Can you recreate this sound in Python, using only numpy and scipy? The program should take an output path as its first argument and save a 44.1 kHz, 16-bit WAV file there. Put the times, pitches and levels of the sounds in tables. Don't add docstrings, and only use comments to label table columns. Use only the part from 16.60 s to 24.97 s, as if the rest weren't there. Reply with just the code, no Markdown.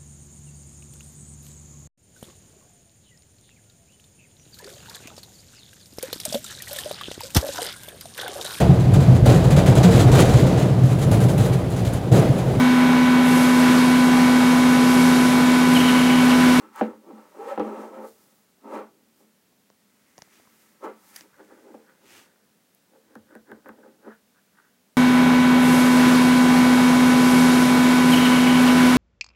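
import sys
import numpy as np
from scipy import signal
from scipy.fft import rfft, irfft, next_fast_len
from scipy.io import wavfile
from scipy.ndimage import uniform_filter1d

SR = 44100
rng = np.random.default_rng(int(sys.argv[2]) if len(sys.argv) > 2 else 0)


def generate_wav(sig):
    pcm = np.round(np.clip(np.atleast_2d(sig).T, -1, 1) * 32767).astype(np.int16)
    wavfile.write(sys.argv[1], SR, pcm)


N = 369116
TIME_S = np.arange(N) / SR
AGE_S = TIME_S[:SR // 2]
CUTOFF_HZ = 15900


def from_db(db):
    return 10 ** (np.asarray(db) / 20)


def unit_rms(x):
    return x / np.sqrt(np.mean(x ** 2) + 1e-20)


def unit_attack(x):
    return x / np.sqrt(uniform_filter1d(x ** 2, 176).max())


def cut(x, hz, kind, order=2):
    return signal.sosfilt(signal.butter(order, hz, kind, fs=SR, output="sos"), x)


def colour(x, spectrum):
    hz, db = np.transpose(spectrum)
    size = next_fast_len(len(x))
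    bins_hz = np.maximum(np.fft.rfftfreq(size, 1 / SR), 1)
    gain = from_db(np.interp(np.log(bins_hz), np.log(hz), db))
    return unit_rms(irfft(rfft(x, size) * gain, size)[:len(x)])


def decay(t60_s):
    return np.exp(-np.log(1000) * AGE_S / t60_s)


def burst(t60_s):
    return rng.standard_normal(len(AGE_S)) * decay(t60_s)


def add(out, t_s, sound):
    start = round(t_s * SR)
    out[start:start + len(sound)] += sound[:N - start]


def ring(modes, scatter_db, column=2, tilt_db_oct=0, tilt_above_hz=5800, max_t60_s=0.28):
    out = 0
    for k, mode in enumerate(modes):
        hz, t60_s = mode[:2]
        lift_db = tilt_db_oct * max(np.log2(hz / tilt_above_hz), 0)
        gain = from_db(mode[column] + lift_db + scatter_db * rng.standard_normal())
        polarity = (-1) ** (k // 2)
        out += polarity * gain * decay(min(t60_s, max_t60_s)) * np.sin(2 * np.pi * hz * AGE_S)
    return out


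def slips(per_s, spread_db):
    sizes = from_db(spread_db * np.minimum(rng.exponential(1, N), 4))
    return (rng.random(N) < per_s / SR) * sizes * rng.standard_normal(N)


def strokes(rows, column, roundness):
    power = np.zeros(N)
    for row in rows:
        t_s, rise_s, fall_s = row[:3]
        near = (TIME_S > t_s - 3 * rise_s) & (TIME_S < t_s + 3 * fall_s)
        away = np.maximum((t_s - TIME_S[near]) / rise_s, (TIME_S[near] - t_s) / fall_s)
        power[near] += from_db(row[column] - 20 * away ** roundness) ** 2
    return np.sqrt(power)


def rubbed(force, body, gain):
    steady_rms = np.std(signal.fftconvolve(force[:2 * SR], body, "valid"))
    return signal.oaconvolve(force * gain, body)[:N] / steady_rms


# f/Hz, level/dB
ROOM_SPECTRUM = [(15, -58), (25, -40.5), (59, -21.5), (160, -7.5), (195, -1), (240, -3), (326, -11.5),
                 (405, -9.5), (516, -11), (796, -15.5), (1190, -18), (1520, -17), (2480, -19.5),
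                 (14800, -23.5), (16000, -19)]
def room(level_db=-64):
    return from_db(level_db) * colour(rng.standard_normal(N), ROOM_SPECTRUM)


# f/Hz, t60/s (capped in ring), level/dB struck left, struck right, rubbed
DESK_MODES = [(216.2, 0.36, -29, 3.5, -12.5), (220.3, 0.48, 5.5, -6, -10.5), (268, 0.062, 9.5, -18, 0),
              (303, 0.43, -6, 4, -15), (349.5, 0.062, 5.5, -20, -3.5), (402.8, 0.065, 7, 6, 3),
              (453.2, 0.24, -15.5, 4, -8), (490, 0.23, 3.5, 2, -27.5), (524.5, 0.15, -14, 3.5, -2.5),
              (558.4, 0.056, 7, 7, -5), (611, 0.11, 6, -13.5, -8), (673, 0.098, -4.5, -5, -4.5),
              (782, 0.07, 10, -18, -4.5), (808.7, 0.17, -2, 8, -9), (884.3, 0.063, -22, -34, -1),
              (905, 0.12, -1.5, -1, -24.5), (990, 0.065, -2, 0.5, -2.5), (1065, 0.058, -23, -7, -9),
              (1172, 0.17, -14, -5, -23.5), (1292, 0.07, -27, 1, -4), (1405, 0.037, -16.5, -3.0, -16),
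              (1615, 0.14, -13.0, -28, -27)]
# f/Hz, level/dB
DESK_SPECTRUM = [(200, -16.5), (700, -4.5), (1100, -1), (1500, -2.5), (2000, -2.5), (3000, -8),
                 (4000, -13.5), (8000, -34.5)]
DESK_NULLS_HZ = [370, 431, 676, 738]
def desk(spot, scatter_db, dense_db, dense_t60_s=0.17, lowest_hz=198):
    dense = colour(rng.standard_normal(len(AGE_S)), DESK_SPECTRUM) * decay(dense_t60_s)
    column = {"left": 2, "right": 3, "rubbed": 4}[spot]
    sound = ring(DESK_MODES, scatter_db, column) + from_db(dense_db) * dense
    for hz in DESK_NULLS_HZ:
        sound = signal.lfilter(*signal.iirnotch(hz, Q=32, fs=SR), sound)
    radiation = signal.cheby1(7, 0.5, lowest_hz, "high", fs=SR, output="sos")
    return signal.sosfilt(radiation, sound)


# f/Hz, level/dB
SCRAPE_SPECTRUM = [(300, -24.5), (620, -11.5), (850, -2.5), (1500, 3.5), (2000, -5.5), (3000, -7),
                   (5000, -11.5), (9000, -18)]
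# peak t/s, rise/s, fall/s, relative level/dB of skin drag, steel scrape, palm
RUBS = [(0.005, 0.11, 0.13, -54, -48, -47.5), (0.195, 0.071, 0.05, -63, -34, -63),
        (0.245, 0.074, 0.12, -36, -45, -36.5), (0.49, 0.089, 0.094, -45, -63, -42),
        (0.595, 0.11, 0.14, -50, -54, -62), (0.815, 0.11, 0.076, -39.5, -46.5, -47.5),
        (0.9, 0.11, 0.093, -39, -37.5, -63), (1.06, 0.13, 0.099, -32.5, -44, -36),
        (1.17, 0.21, 0.18, -32, -44.5, -40.5), (1.355, 0.076, 0.14, -35, -49, -44),
        (1.44, 0.084, 0.03, -34.5, -53.5, -57), (1.57, 0.088, 0.5, -67, -68.5, -69),
        (2.042, 0.017, 0.063, -41, -65, -42), (2.155, 0.11, 0.098, -28, -39.5, -40),
        (2.33, 0.094, 0.27, -67, -85, -62.5), (2.62, 0.11, 0.088, -63.5, -81, -62.5),
        (3.8, 0.86, 0.79, -76, -70, -68), (4.244, 0.033, 0.048, -28, -39.5, -42),
        (4.285, 0.059, 0.061, -38, -49, -47.5), (4.52, 0.61, 0.34, -66, -61.5, -69),
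        (4.645, 0.081, 0.028, -56.5, -69, -56)]
def rubbing(skin_hz=880, palm_hz=330):
    body = desk("rubbed", scatter_db=0.4, dense_db=-3)
    drag = cut(slips(per_s=1400, spread_db=0.35), skin_hz, "low")
    drag = cut(drag, palm_hz, "high", order=4)
    palm = cut(slips(per_s=1500, spread_db=0.2), palm_hz, "low", order=4)
    scrape = colour(slips(per_s=4000, spread_db=1), SCRAPE_SPECTRUM)
    return (rubbed(drag, body, from_db(-4.5) * strokes(RUBS, column=3, roundness=1.65))
            + rubbed(scrape, body, from_db(-2.5) * strokes(RUBS, column=4, roundness=1.42))
            + rubbed(palm, body, from_db(-1) * strokes(RUBS, column=5, roundness=1.4)))


def tap(low_hz, high_hz, t60_s):
    dulled = cut(burst(t60_s), high_hz, "low", order=4)
    return unit_attack(cut(dulled, low_hz, "high"))


# t/s, level/dB, high-pass f/Hz
BRIGHT_CLICKS = [(0.1605, -45.5, 5000), (0.2113, -55, 2000), (6.1485, -53.5, 10500), (6.5537, -55, 2500),
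                 (6.7525, -54.5, 3500), (6.916, -55.5, 3020), (7.087, -53, 9100)]
def bright_clicks():
    out = np.zeros(N)
    for t_s, db, low_hz in BRIGHT_CLICKS:
        add(out, t_s, from_db(db) * tap(low_hz, CUTOFF_HZ, t60_s=0.00384))
    return out


def shudder(low_hz=80, high_hz=125, t60_s=0.31):
    rumble = cut(burst(t60_s), high_hz, "low", order=3)
    return unit_attack(cut(rumble, low_hz, "high", order=3))


# t/s, relative level/dB, contact low-pass f/Hz, spot struck
KNOCKS = [(0.211, -12, 1410, "left"), (0.508, -39, 1360, "right"), (0.579, -42.5, 1400, "left"),
          (0.744, -50, 1400, "right"), (0.9765, -19, 1390, "right"), (0.997, -14.5, 1375, "right"),
          (2.605, -54.5, 1390, "right"), (4.903, -48, 1362, "right"), (5.142, -37, 1380, "left"),
          (7.26, -46.5, 1000, "right")]
def knocks(trim_db=-4):
    out = np.zeros(N)
    for t_s, db, contact_hz, spot in KNOCKS:
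        plate = desk(spot, scatter_db=0.5, dense_db=-6.5)
        boom = unit_attack(cut(plate, contact_hz, "low", order=1))
        contact = from_db(-4) * tap(low_hz=352, high_hz=1140, t60_s=0.0096)
        frame = from_db(-36) * shudder()
        add(out, t_s, from_db(db + trim_db) * (boom + contact + frame))
    return out


# f/Hz, level/dB
STRAP_SPECTRUM = [(500, -19.5), (1200, 2.5), (2000, 10.5), (3200, -1), (4200, -2), (5800, 1), (8000, 0.5),
                  (12000, -5.5), (16000, -5)]
# peak t/s, rise/s, fall/s, relative level/dB of hiss, sizzle
SLIDES = [(0.75, .6, 0.94, -70.5, -72), (1.21, 0.039, 0.15, -59.5, -76), (1.48, 0.14, 0.14, -78, -56.5),
          (1.62, 0.29, 0.46, -77.5, -62.5), (2.6, 0.15, 0.15, -75.5, -67), (3.76, 0.66, 0.25, -66, -76.5),
          (4.02, 0.57, 0.33, -68, -63.5), (4.5, 0.21, 0.17, -66, -57.5), (4.57, 0.059, 0.092, -53, -51.5),
          (5.0, 1, 0.57, -69, -86)]
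def strap_slides(sizzle_above_hz=3900):
    slide_gain = strokes(SLIDES, column=3, roundness=1.81)
    scrape_gain = from_db(-17) * strokes(RUBS, column=4, roundness=1.26)
    hiss = colour(slips(per_s=29000, spread_db=3.5), STRAP_SPECTRUM)
    sizzle = unit_rms(cut(slips(per_s=24800, spread_db=3.5), sizzle_above_hz, "high"))
    return (from_db(1.5) * np.hypot(slide_gain, scrape_gain) * hiss
            + from_db(0.5) * strokes(SLIDES, column=4, roundness=0.99) * sizzle)


def noise_band(hz, half_width_hz):
    waver = cut(rng.standard_normal((2, N)), half_width_hz, "low", order=3)
    phase = 2 * np.pi * np.cumsum(hz * np.ones(N)) / SR
    return unit_rms(waver[0] * np.cos(phase) + waver[1] * np.sin(phase))


# t/s, f/Hz, level/dB
JUDDER = [(0.77, 434.5, -68), (0.80, 442, -39), (0.825, 485, -32), (0.85, 497, -42), (0.88, 506, -34.5),
          (0.90, 558, -40), (0.922, 548, -29.5), (0.96, 553, -42.5)]
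def finger_judder(desk_mode_hz=803):
    t_s, hz, db = np.transpose(JUDDER)
    groan = noise_band(np.interp(TIME_S, t_s, hz), half_width_hz=38)
    desk_mode = from_db(-6) * noise_band(desk_mode_hz, half_width_hz=22)
    gain = from_db(np.interp(TIME_S, t_s, db, left=-np.inf, right=-np.inf))
    return gain * (groan + desk_mode)


# f/Hz, t60/s, level/dB
BUCKLE_MODES = [(1870, 0.0051, 0), (2830, 0.011, -12), (4850, 0.011, -4.5), (5610, 0.0059, 3),
                (6860, 0.0042, -1), (10020, 0.0076, -4), (11900, 0.014, -13), (13700, 0.0043, -13)]
# t/s, steel level/dB, treble tilt/(dB/oct), desk tap level/dB
TICKS = [(0.9973, -49.5, -1, -46), (2.927, -80.5, -11, -61.5), (3.101, -57.5, -21, -52),
         (3.5802, -44, -4, -44.5), (3.588, -51, 9, -46.5), (3.6208, -39, -10, -47),
         (3.675, -76, -12, -58.5), (3.798, -71, -12, -53), (3.853, -74, -14, -61), (3.873, -77, -12, -54),
         (4.5614, -36, 12, -57), (4.5641, -37, 5, -62), (4.6093, -43.5, -19, -51)]
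def buckle_ticks(room_db=-25, room_t60_s=0.11):
    out = np.zeros(N)
    for t_s, steel_db, tilt_db_oct, tap_db in TICKS:
        steel = unit_attack(ring(BUCKLE_MODES, scatter_db=2, tilt_db_oct=tilt_db_oct))
        tail = colour(rng.standard_normal(len(AGE_S)), STRAP_SPECTRUM) * decay(room_t60_s)
        contact = from_db(tap_db) * tap(low_hz=115, high_hz=990, t60_s=0.018)
        add(out, t_s, from_db(steel_db) * (steel + from_db(room_db) * tail) + contact)
    return out


# f/Hz, level/dB
BRUSH_SPECTRUM = [(35, -48), (60, -35), (81, -1), (146, -22), (346, 4.5), (480, -10), (903, -3.5),
                  (991, -8), (1110, -6), (2840, -2.5), (4030, -9.5), (6140, -8), (16000, -17.5)]
# peak t/s, rise/s, fall/s, level/dB
BRUSHES = [(3.75, 0.056, 0.093, -60), (5.55, .14, .14, -51)]
def hand_brushes():
    hiss = colour(slips(per_s=18000, spread_db=2.5), BRUSH_SPECTRUM)
    return strokes(BRUSHES, column=3, roundness=1.97) * hiss


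# f/Hz, t60/s, level/dB
CASE_MODES = [(848, 0.048, 6), (900, 0.024, 11.5), (1285, 0.037, 6.5), (1516, 0.026, 20.5),
              (1630, 0.023, -8.5), (1870, 0.01, 13)]
# f/Hz, level/dB
KNURL_SPECTRUM = [(500, -18), (900, -3), (1300, -1), (1600, -1), (2000, -1), (2400, -6), (3200, -17),
                  (6000, -28)]
# peak t/s, rise/s, fall/s, relative level/dB of skin drag, rim rasp
GRIPS = [(4.75, 0.049, 0.023, -73, -57.5), (4.8, 0.039, 0.052, -44.5, -51.5),
         (4.92, 0.076, 0.078, -47, -56), (4.985, 0.053, 0.044, -50.5, -61), (5.09, 0.25, 0.22, -48, -67),
         (5.29, 0.09, 0.15, -61.5, -59), (5.445, 0.072, 0.027, -52.5, -70), (5.53, 0.1, 0.5, -61, -64),
         (6.35, 0.049, 0.039, -49.5, -67), (6.52, 0.15, 0.26, -55, -68), (6.72, 0.053, 0.1, -48, -55.5),
         (6.89, 0.034, 0.14, -46.5, -54), (7.066, 0.026, 0.1, -42, -52.5), (7.19, 0.083, 0.043, -49, -65),
         (7.235, 0.015, 0.027, -46, -55.5), (7.265, 0.072, 0.13, -50, -66),
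         (7.475, 0.06, 0.017, -35.5, -51.5), (7.515, 0.069, 0.067, -60.5, -50.5),
         (7.77, 0.04, 0.057, -74.5, -61.5), (7.99, 0.05, 0.045, -70.5, -56), (8.04, 0.2, 0.13, -80, -63)]
def gripping(skin_hz=470, lowest_hz=250, grip_t60_s=0.06):
    drag = cut(slips(per_s=1400, spread_db=1), skin_hz, "low")
    drag = cut(drag, lowest_hz, "high", order=3)
    rasp = colour(slips(per_s=1700, spread_db=1.5), KNURL_SPECTRUM)
    dense = unit_rms(burst(grip_t60_s))
    case = dense + 0.55 * unit_rms(ring(CASE_MODES, scatter_db=0) * decay(grip_t60_s))
    plate = desk("rubbed", scatter_db=1.96, dense_db=1.5)
    return (rubbed(drag, plate, from_db(-1.5) * strokes(GRIPS, column=3, roundness=1))
            + rubbed(rasp, case, from_db(-2) * strokes(GRIPS, column=4, roundness=1.26)))


# t/s, relative level/dB, click offset/dB, ring tilt/(dB/oct), grip damping t60/s
NOTCHES = [(6.555, -41, -2.5, 6, 0.029), (6.752, -42, -1.5, 13, 0.088), (6.917, -41.5, 2.5, 8, .2),
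           (7.059, -49.5, 5.5, -12, .06), (7.091, -45.5, 7, -11, .3)]
def bezel_clicks(thump_hz=300, press_t60_s=1.0):
    out = np.zeros(N)
    for t_s, db, click_db, tilt_db_oct, grip_t60_s in NOTCHES:
        plate = desk("left", scatter_db=3.5, dense_db=-6)
        thump = from_db(-1.5) * unit_attack(cut(plate, thump_hz, "low", order=1) * decay(press_t60_s))
        snap = (AGE_S == 0) + from_db(-25) * burst(t60_s=0.1)
        modes = ring(CASE_MODES, scatter_db=1.5, tilt_db_oct=tilt_db_oct, tilt_above_hz=CASE_MODES[0][0])
        case = unit_attack(signal.fftconvolve(snap, modes * decay(grip_t60_s))[:len(AGE_S)])
        contact = from_db(-3) * tap(low_hz=327, high_hz=1630, t60_s=0.013)
        click = from_db(click_db - 1) * (case + contact)
        frame = from_db(-21) * shudder()
        add(out, t_s, from_db(db) * (click + thump + frame))
    return out


def scene():
    hits = knocks() + bezel_clicks() + buckle_ticks() + bright_clicks()
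    friction = rubbing() + gripping() + finger_judder() + strap_slides() + hand_brushes()
    return (hits + friction + room())[None]


def record(dry):
    return signal.sosfilt(signal.ellip(12, 0.1, 80, CUTOFF_HZ, fs=SR, output="sos"), dry)


dry = scene()
out = record(dry)
generate_wav(out)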